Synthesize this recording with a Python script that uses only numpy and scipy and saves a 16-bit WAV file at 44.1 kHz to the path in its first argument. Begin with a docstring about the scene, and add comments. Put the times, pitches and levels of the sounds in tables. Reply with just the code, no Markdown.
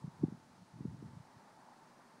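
"""Light wind at a small turbine.

A soft rush with a hollow band near 900 Hz swells once, over a low murmur of air and a steady hiss.
The slowly turning turbine adds a faint drone and whine.
Gusts brush the microphone: a low flutter, with single eddies that land as dull bumps."""
import sys
import numpy as np
from scipy import signal
from scipy.fft import rfft, irfft
from scipy.io import wavfile

SR = 44100
rng = np.random.default_rng(int(sys.argv[2]) if len(sys.argv) > 2 else 0)


def master(y):
    """Save y as 16-bit WAV."""
    cut = np.clip(np.atleast_2d(y).T, -1, 1)
    pcm = np.round(cut * 32767)  # scale
    wavfile.write(sys.argv[1], SR, pcm.astype(np.int16))


N = 97020
TIME_S = np.arange(N) / SR


def from_db(db):
    """Decibels to gain."""
    return 10 ** (np.asarray(db) / 20)


def unit_rms(x):
    """Scale to unit rms."""
    return x / np.sqrt(np.mean(x ** 2) + 1e-20)


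def curves(rows):
    """Each column after time, interpolated to every sample."""
    times_s, *columns = np.transpose(rows)
    return [np.interp(TIME_S, times_s, column) for column in columns]


def drift(rate_hz):
    """Random wander, rolled off above rate_hz; unit rms."""
    hz = np.arange(N // 2 + 1) * SR / N
    white = rfft(rng.standard_normal(N))
    return unit_rms(irfft(white / (1 + (hz / rate_hz) ** 2), N))


def coloured_noise(spectrum):
    """Noise with the given spectral shape; unit rms."""
    hz, db = np.transpose(spectrum)
    bins_hz = np.arange(1, N // 2 + 2) * SR / N
    gain = from_db(np.interp(np.log(bins_hz), np.log(hz), db))
    return unit_rms(irfft(rfft(rng.standard_normal(N)) * gain, N))


def narrow_noise(centre_hz, width_hz):
    """Noise band around a steady or moving centre; unit rms."""
    phase = 2 * np.pi * np.cumsum(centre_hz * np.ones(N)) / SR
    return unit_rms(drift(width_hz / 2) * np.cos(phase) + drift(width_hz / 2) * np.sin(phase))


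def zero_phase(x, hz, kind, order):
    """Butterworth high- or low-pass, run forward and back."""
    return signal.sosfiltfilt(signal.butter(order, hz, kind, fs=SR, output="sos"), x + 1e-18)


# Hiss spectrum (frequency [Hz], relative density [dB])
HISS_SPECTRUM = [(1000, -3.5), (2800, -3.5), (3400, -3.5), (4300, -1), (6000, -3.5), (7500, -7),
                 (9500, -7.5), (11500, -17), (15500, -44)]

def hiss(level_db=-73.5):
    """Steady self-noise of the microphone."""
    return from_db(level_db) * coloured_noise(HISS_SPECTRUM)


# Murmur spectrum (frequency [Hz], relative density [dB])
MURMUR_SPECTRUM = [(25, -16), (50, -38), (90, -15.5), (130, -4.5), (190, 1), (260, -1), (350, -7),
                   (500, -20), (1000, -36.5)]

def murmur(level_db=-71, swing_share=0.62):
    """Low outdoor air, rising and falling with the wind's rush."""
    rush_db, = curves(RUSH_LEVEL)
    swing_db = swing_share * (rush_db - rush_db.mean())
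    return from_db(level_db + swing_db) * coloured_noise(MURMUR_SPECTRUM)


def turbine(drone_db=-76, whine_db=-74.5):
    """Faint wavering drone and thin whine, probably from the rotor."""
    drone = from_db(drone_db) * narrow_noise(centre_hz=241.6, width_hz=8.7)
    whine = from_db(whine_db) * narrow_noise(centre_hz=880, width_hz=25)
    return drone + whine


# Rush envelope (time [s], level [dB])
RUSH_LEVEL = [(0, -67.5), (.2, -66.5), (.45, -67.5), (.7, -70), (.92, -66.5), (1.15, -68.5), (1.45, -64.5),
              (1.65, -66.5), (1.9, -65.5), (2.2, -66)]
# Rush spectrum (frequency [Hz], relative density [dB])
RUSH_SPECTRUM = [(100, -36), (300, -0.5), (480, -0.5), (620, 1.5), (800, 2), (1050, 1.5), (1400, -2.5),
                 (1900, -6.5), (2500, -16), (4000, -45)]

def wind_rush(waver_db=0.91, waver_hz=4):
    """Broad, slightly wavering rush of distant wind."""
    level_db, = curves(RUSH_LEVEL)
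    return from_db(level_db + waver_db * drift(waver_hz)) * coloured_noise(RUSH_SPECTRUM)


# Hollow band track (time [s], level [dB], centre [Hz])
HOLLOW_TRACK = [(0, -70, 987), (.2, -66, 900), (.45, -82.5, 880), (.62, -72.5, 883.7), (1.1, -72, 895),
                (1.4, -69.5, 870.6), (1.55, -69, 858.3), (1.65, -60.5, 871), (1.8, -66, 831),
                (1.86, -71.5, 1010), (2.0, -75.5, 950), (2.2, -72.5, 920)]

def hollow_band():
    """Hollow note in the rush; its pitch sinks a little as it swells."""
    level_db, centre_hz = curves(HOLLOW_TRACK)
    return from_db(level_db) * narrow_noise(centre_hz, width_hz=250)


# Gust envelope at the microphone (time [s], level [dB])
GUST_LEVEL = [(0, -67.5), (.05, -50), (.11, -67.5), (.19, -62), (.24, -38.5), (.29, -59.5), (.35, -53),
              (.40, -69), (.58, -66), (.62, -59), (.68, -78.5), (.79, -51.5), (.92, -50), (.98, -56),
              (1.07, -52), (1.2, -66), (1.26, -74), (2.2, -82)]
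# Flutter spectrum (frequency [Hz], relative density [dB])
FLUTTER_SPECTRUM = [(30, -39.5), (60, -18.5), (90, -5), (135, -0.5), (190, -3), (280, -11.5), (400, -23),
                    (600, -31), (1200, -88)]

def flutter(jitter_db=0.5, jitter_hz=54):
    """Small-scale turbulence on the microphone, as strong as the gust."""
    gust_db, = curves(GUST_LEVEL)
    return from_db(gust_db - jitter_db * drift(jitter_hz)) * coloured_noise(FLUTTER_SPECTRUM)


# Eddy impacts (time [s], peak before band-limiting [dB], Gaussian half-width [ms])
EDDY_HITS = [(0.042, -36, 1.4), (0.0484, -41, 1.9), (0.079, -35, 1.2), (0.2255, -35, 1.1),
             (.236, -23.5, 0.44), (.239, -16.5, 0.71), (.246, -26.5, 1.8), (.284, -32.5, 0.67),
             (0.3243, -35, 0.69), (0.619, -49, 2.4), (0.74, -47.5, 1.6), (0.758, -45.5, 1.5),
             (0.8077, -37, 0.62), (0.8539, -28, 0.63), (.883, -36.5, 2.2), (.944, -38, 1.6),
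             (1.027, -38, 0.46), (1.042, -63, 3), (1.061, -39, 1.1), (1.134, -45.5, 1.4),
             (1.1715, -39.5, 1.9), (1.2035, -41.5, 2), (1.369, -46, 2.4)]

def eddies(mic_cut_hz=165, mic_q=1.84, rasp_relative_db=-32):
    """Brief pressure dips ring the microphone's resonant low cut; a faint rasp rides on each bump."""
    omega = 2 * np.pi * mic_cut_hz
    b, a = signal.bilinear([1, 0, 0], [1, omega / mic_q, omega * omega], SR)
    bumps = np.zeros(N)
    for time_s, peak_db, half_width_ms in EDDY_HITS:
        offset_ms = (TIME_S - time_s) * 1000
        pressure = 1e-18 - np.exp(-0.5 * (offset_ms / half_width_ms) ** 2)
        bump = signal.lfilter(b, a, pressure)
        bumps += from_db(peak_db) * bump / np.abs(bump).max()
    bumps = zero_phase(bumps, hz=93.5, kind="high", order=2)
    bumps = zero_phase(bumps, hz=467, kind="low", order=5)
    envelope = np.abs(signal.hilbert(bumps))
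    rasp = from_db(rasp_relative_db) * envelope * narrow_noise(centre_hz=689, width_hz=310)
    return bumps + rasp


def scene():
    """Mono sum at the microphone."""
    return (eddies() + flutter() + wind_rush() + hollow_band() + turbine() + murmur() + hiss())[None]


def record(dry):
    """Steep elliptic low-pass."""
    cutoff_hz = 15700
    return signal.sosfilt(signal.ellip(10, 0.1, 70, cutoff_hz, fs=SR, output="sos"), dry)


dry = scene()
out = record(dry)
master(out)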